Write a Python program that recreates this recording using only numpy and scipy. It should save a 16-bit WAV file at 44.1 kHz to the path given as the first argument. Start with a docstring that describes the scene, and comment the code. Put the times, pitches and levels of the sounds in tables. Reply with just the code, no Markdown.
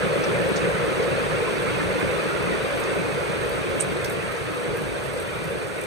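"""A muddy village yard in steady, slowly easing rain, heard from under the eaves.
Drops drum the roofs into a hollow roar, patter on mud and wet concrete, and trap plinking air
bubbles in the puddles. A low rumble lies underneath. Close by, bigger drips smack down and two
drops plop into a puddle. Two microphone ports hear it all, with a lag that depends on pitch."""
import sys
import numpy as np
from scipy import signal
from scipy.fft import rfft, irfft, next_fast_len
from scipy.io import wavfile

SR = 44100
rng = np.random.default_rng(int(sys.argv[2]) if len(sys.argv) > 2 else 0)


def store_pcm(level_fs):
    """Save levels as 16-bit WAV."""
    pcm = np.round(np.clip(level_fs, -1, 1) * 32767).astype(np.int16)
    wavfile.write(sys.argv[1], SR, np.atleast_2d(pcm).T)


N = 258426
TIME = np.arange(N) / SR
FFT_SIZE = next_fast_len(N + 4096)
BINS_HZ = np.maximum(np.fft.rfftfreq(FFT_SIZE, 1 / SR), 1)


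def from_db(db):
    """Decibels to gain."""
    return 10 ** (np.asarray(db) / 20)


def rms_one(x):
    """Scale to unit rms."""
    return x / np.sqrt(np.mean(x ** 2) + 1e-20)


def curve(points):
    """Draw a curve through (Hz, value) points on a log-frequency axis, one value per bin."""
    hz, values = np.transpose(points)
    return np.interp(np.log(BINS_HZ), np.log(hz), values)


def colour(x, gain):
    """Equalise with one gain per frequency bin."""
    return irfft(rfft(x, FFT_SIZE) * gain, FFT_SIZE)[..., :N]


def drift(rate_hz, hop=40):
    """A smooth random wander of unit rms, mostly slower than rate_hz."""
    pole = np.exp(-2 * np.pi * rate_hz * hop / SR)
    noise = rng.standard_normal(N // hop + 2002)
    slow = signal.lfilter([1], [1, -2 * pole, pole * pole], noise)[2000:]  # skip the filter's run-in
    return np.interp(np.arange(N) / hop, np.arange(len(slow)), rms_one(slow))


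def easing(start_db, hold_s, db_per_s):
    """A fader in dB that holds, then sinks steadily."""
    return start_db - db_per_s * np.maximum(TIME - hold_s, 0)


def surges(rows):
    """A fader in dB made of bell-shaped swells and dips."""
    return sum(db * np.exp(-((TIME - s) / half_s) ** 2) for s, half_s, db in rows)


def add(out, sound, s):
    """Mix a short sound in at s seconds."""
    start = int(s * SR)
    slot = out[..., start:start + sound.shape[-1]]
    slot += sound[..., :slot.shape[-1]]


def impacts(per_s, spread_db):
    """Two independent streams of randomly timed drop hits: many small, a few large."""
    sizes = from_db(spread_db * np.minimum(rng.exponential(1, (2, N)), 4))
    hits = rng.random((2, N)) < per_s / SR
    return hits * sizes * rng.choice([-1, 1], (2, N))


def resonance(x, hz, width_hz):
    """A two-pole ring with unity gain at its peak."""
    r = np.exp(-np.pi * width_hz / SR)
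    feedback = [1, -2 * r * np.cos(2 * np.pi * hz / SR), r * r]
    return signal.lfilter((1 - r * r) / 2 * np.array([1, 0, -1]), feedback, x + 1e-18)


def roofs(level_db=-4, swell_db=1.58, low_hz=110, high_hz=830):
    """Drops drum on the roofs; each hollow resonance takes its own hits and eases in its own time."""
    # Roof resonances. Each row: pitch in Hz, width in Hz, drive in dB, start of easing in seconds.
    modes = [(158.6, 63, -4, 1.03), (281, 51, -4, 2.2), (323, 26, -9.5, 2.3), (365, 36, -5, 1.95),
             (417.6, 45, -1.9, 1.2), (481.6, 39, 0.5, 0.51), (555, 55, -3, 0.95), (633, 62, -12.5, 2.4),
             (701, 57, -12, 3.3)]
    # Surges and lulls of the rain. Each row: middle in seconds, half length in seconds, change in dB.
    rain_surges = [(.58, 0.28, 0.6), (.81, 0.06, -2), (1.08, .16, 0.5), (1.8, 0.62, -1.6),
                   (4.45, 0.17, -2.5), (4.69, 0.048, 3), (5.55, 0.37, -1)]
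    roar = 0
    for hz, width_hz, drive_db, hold_s in modes:
        blows = rms_one(impacts(per_s=2500, spread_db=3.0))
        blow_db = easing(drive_db, hold_s, db_per_s=1.5) + swell_db * drift(rate_hz=8.4)
        roar = roar + resonance(from_db(blow_db) * blows, hz, width_hz)
    # soft drops on a light sheet: no treble and no deep bass
    roar = signal.sosfilt(signal.butter(6, high_hz, "low", fs=SR, output="sos"), roar)
    roar = signal.sosfilt(signal.butter(3, low_hz, "high", fs=SR, output="sos"), roar)
    return from_db(level_db + surges(rain_surges)) * roar


def bubble(hz, cycles, rise=0.0184):
    """An air bubble trapped by a drop rings down to 1/e in `cycles` periods as its pitch creeps up."""
    age = np.arange(0, 6, hz / cycles / SR)  # in decay times
    return np.exp(-age) * np.sin(2 * np.pi * cycles * (age + rise * age ** 2 / 2))


def puddles(per_s=700, low_hz=1200, high_hz=4800, ring_s=0.018, range_db=14):
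    """Small bubbles plink all over the flooded ground."""
    out = np.zeros((2, N))
    for when, pitch, size, stream in rng.random((int(per_s * N / SR), 4)):
        hz = low_hz + (high_hz - low_hz) * pitch
        plink = from_db(range_db * size ** 2) * bubble(hz, cycles=ring_s * hz)
        add(out[int(2 * stream)], plink, when * N / SR)
    return rms_one(out)


def yard(splash_s=0.00057, low_hz=660, top_hz=15100, spray_hz=5800, spray_follow=0.55):
    """Far drops merge into a wash; nearer ones stay separate splashes and bubbles."""
    # The tone of rain on mud and concrete. Each row: frequency in Hz, gain in dB.
    tone = [(800, 0.5), (1000, 0.6), (1550, 0), (1900, -2.5), (2550, -2.5), (2900, -9), (3700, -12),
            (5000, -19), (6500, -20.5), (7600, -22), (9500, -22.5), (11000, -26.5), (12700, -30.5),
            (13700, -26), (15000, -47)]
    wash = rng.standard_normal((2, N))
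    hits = impacts(per_s=7000, spread_db=4.5)
    splash_energy = signal.lfilter([1], [1, -np.exp(-1 / (splash_s * SR))], hits ** 2 + 1e-18)
    splashes = rms_one(np.sqrt(splash_energy) * rng.standard_normal((2, N)))
    drops = wash + from_db(-7.5) * splashes + from_db(-10) * puddles()
    band = 1 / np.sqrt(1 + (low_hz / BINS_HZ) ** 12 + (BINS_HZ / top_hz) ** 120)
    patter = rms_one(colour(drops, from_db(curve(tone)) * band))
    level_db = easing(start_db=-29, hold_s=2.34, db_per_s=1.64)
    # the fine spray from close by fades less than the broad wash as the shower eases
    spray = colour(patter, 1 / (1 + (spray_hz / BINS_HZ) ** 6))
    spray_db = level_db + (1 - spray_follow) * (np.median(level_db) - level_db)
    return (patter - spray) * from_db(level_db) + spray * from_db(spray_db)


def low_rumble(level_db=-38.5, lumpy_db=2.5):
    """A bed of deep noise that swells unevenly and dips twice near the end."""
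    # The rumble's tone. Each row: frequency in Hz, gain in dB.
    tone = [(12, -32), (20, -30), (30, -19), (45, -3.5), (65, -1.5), (95, -1), (130, -1), (200, -14),
            (400, -50), (1000, -100)]
    # Its fader moves. Each row: middle in seconds, half length in seconds, change in dB.
    dips = [(.1, .08, 0), (.38, 0.12, 0), (2.55, .25, 0), (4.15, 0.25, 0), (4.58, 0.095, -7),
            (5.5, .5, -1.5)]
    noise = colour(rng.standard_normal((2, N)), from_db(curve(tone)))
    rumble = rms_one(noise * from_db(lumpy_db * drift(rate_hz=8.7)))
    return from_db(level_db + surges(dips)) * rumble


def splash(low_hz, high_hz, smack_s, attack_s=0.0007, spatter_db=-11.5, spatter_stretch=6.1):
    """One drip: a sharp smack, then a softer, longer, uneven spatter of thrown droplets."""
    t = TIME[:SR // 10]
    lumps_db = np.interp(t, np.linspace(0, t[-1], num=70), rng.normal(0, 2.5, 70))
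    smack = np.exp(-t / smack_s)
    spatter = from_db(spatter_db + lumps_db) * np.exp(-t / (spatter_stretch * smack_s))
    envelope = (1 - np.exp(-t / attack_s)) * (smack + spatter)
    burst = envelope * rng.standard_normal((2, len(t)))
    # a softer lower edge leaves the smack some body; the upper edge is steep
    burst = signal.sosfilt(signal.butter(5, low_hz, "high", fs=SR, output="sos"), burst)
    burst = signal.sosfilt(signal.butter(10, high_hz, "low", fs=SR, output="sos"), burst)
    return rms_one(burst) * np.sqrt(np.mean(envelope ** 2))


def drips(rows, rebound_s=0.013, rebound_db=-9):
    """Each drip splashes and throws up a droplet that lands a moment later."""
    out = np.zeros((2, N))
    for s, level_db, low_hz, high_hz, smack_s in rows:
        add(out, from_db(level_db) * splash(low_hz, high_hz, smack_s), s)
        add(out, from_db(level_db + rebound_db) * splash(low_hz, high_hz, smack_s), s + rebound_s)
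    return out


def near_drips():
    """The clearest drips smack down close by."""
    # Drip cues. Each row: start in seconds, level in dB, low cut in Hz, high cut in Hz,
    # decay of the smack in seconds.
    cues = [(.238, -34, 3800, 5960, 0.0048), (.488, -38, 9000, 14200, .002), (.558, -33, 4100, 6600, .003),
            (.565, -26, 4200, 7000, .0016), (.571, -36, 4100, 7200, .006), (1.026, -34, 3900, 5600, .002),
            (2.799, -37, 9000, 13800, .0025), (2.836, -37, 4300, 7300, .004),
            (2.945, -44, 10000, 14000, .002), (3.494, -36, 10000, 14800, 0.0018),
            (3.794, -34, 7000, 9700, .001), (3.801, -28, 5200, 9800, .002),
            (3.807, -20.5, 7640, 9800, .0024), (3.810, -28, 3900, 12900, .0018),
            (3.822, -34, 6500, 9200, .0012), (4.044, -32, 6040, 14200, 0.0028),
            (4.045, -30.5, 3500, 6600, 0.003), (4.097, -32, 6000, 14500, .0022),
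            (4.120, -33, 9500, 14000, .0016), (4.364, -41, 4000, 7000, .002),
            (4.770, -37, 9000, 14500, 0.0018), (4.819, -41, 8050, 13600, 0.0025),
            (5.060, -42, 10000, 13600, .002), (5.130, -43.5, 7000, 13000, 0.006),
            (5.172, -42, 4500, 8400, .005), (5.200, -34, 7550, 13600, 0.0016),
            (5.223, -43, 8000, 13500, .004), (5.440, -34, 5500, 15000, 0.0017),
            (5.812, -35, 6000, 15000, .0018), (5.837, -35.5, 5900, 14100, 0.0017)]
    return drips(cues)


def small_drips(per_s=16, softest_db=-45, range_db=5, low_hz=2800, high_hz=10500):
    """Faint ticks from the edge of the roof at random moments, few at first, then more and more."""
    top_hz, smack_s = 14000, 0.0014
    when, size, pitch = rng.random((int(per_s * N / SR), 3)).T
    starts_s = np.sqrt(when) * N / SR
    levels_db = softest_db + range_db * size ** 2
    low_cuts_hz = low_hz * (high_hz / low_hz) ** pitch
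    return drips((s, db, hz, top_hz, smack_s) for s, db, hz in zip(starts_s, levels_db, low_cuts_hz))


def plops():
    """Big drops fall into a nearby puddle, each ringing one large bubble."""
    # Plop cues. Each row: start in seconds, level in dB, bubble pitch in Hz.
    cues = [(1.477, -22, 1026), (1.809, -23.5, 1725)]
    out = np.zeros((2, N))
    for s, level_db, hz in cues:
        add(out, from_db(level_db) * bubble(hz, cycles=9.8), s)
    return out


def ports(sound):
    """Two microphone ports: both hear stream 0, the right with a lag; only the right hears stream 1."""
    # How alike the ports sound. Each row: frequency in Hz, likeness from 0 to 1.
    likeness = [(40, .75), (85, .4), (135, .96), (570, .97), (670, .66), (745, .66), (820, .3), (2400, .24),
                (4600, .36), (6200, .88), (7400, .7), (8700, .25), (10500, .5), (11700, .93)]
    # The lag between them. 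Each row: frequency in Hz, lead of the left port in radians.
    left_lead = [(30, 1.1), (70, 1.8), (115, .7), (180, 1.5), (260, 2.9), (460, 6), (630, 7.6), (720, 9.5),
                 (800, 10.1), (1050, 8.3), (1200, 8.2), (1700, 5), (2200, 4.8), (3000, 2.9), (3700, 0),
                 (4500, -.2), (5000, 2.8), (5800, 6), (6700, 6.6), (7100, 9.2), (7600, 9.6), (9000, 14.8),
                 (10000, 12.9), (10800, 12.1), (11300, 9.8), (12200, 9.2), (12900, 6.5), (14100, 6.1),
                 (14700, 3.3)]
    # The right port is brighter just above 8 kHz. Each row: frequency in Hz, right minus left in dB.
    right_tone = [(60, .7), (280, -.9), (550, -.8), (900, 1.9), (3200, .9), (5200, 2.2), (6300, .4),
                  (7950, 0), (8030, 16), (8250, 13), (8430, 14.5), (8650, 9), (8870, 11), (9100, 6.5),
                  (9350, 7.5), (9700, 4), (10600, .8)]
    alike = np.clip(curve(likeness), 0, 0.99)
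    gain = from_db(curve(right_tone))
    lead = np.interp(BINS_HZ, *np.transpose(left_lead))
    shared = colour(sound[0], gain * alike * np.exp(-1j * lead))
    right_only = colour(sound[1], gain * np.sqrt(1 - alike ** 2))
    return np.array([sound[0], shared + right_only])


def scene():
    """Roofs, yard, rumble and close drips, as the two ports hear them."""
    foreground = near_drips() + small_drips() + plops()
    return ports(roofs() + yard() + low_rumble() + foreground)


def record(dry):
    """A steep high cut takes off the very top."""
    cutoff_hz = 15700
    return signal.sosfilt(signal.ellip(10, 0.1, 90, cutoff_hz, fs=SR, output="sos"), dry)


dry = scene()
out = record(dry)
store_pcm(out)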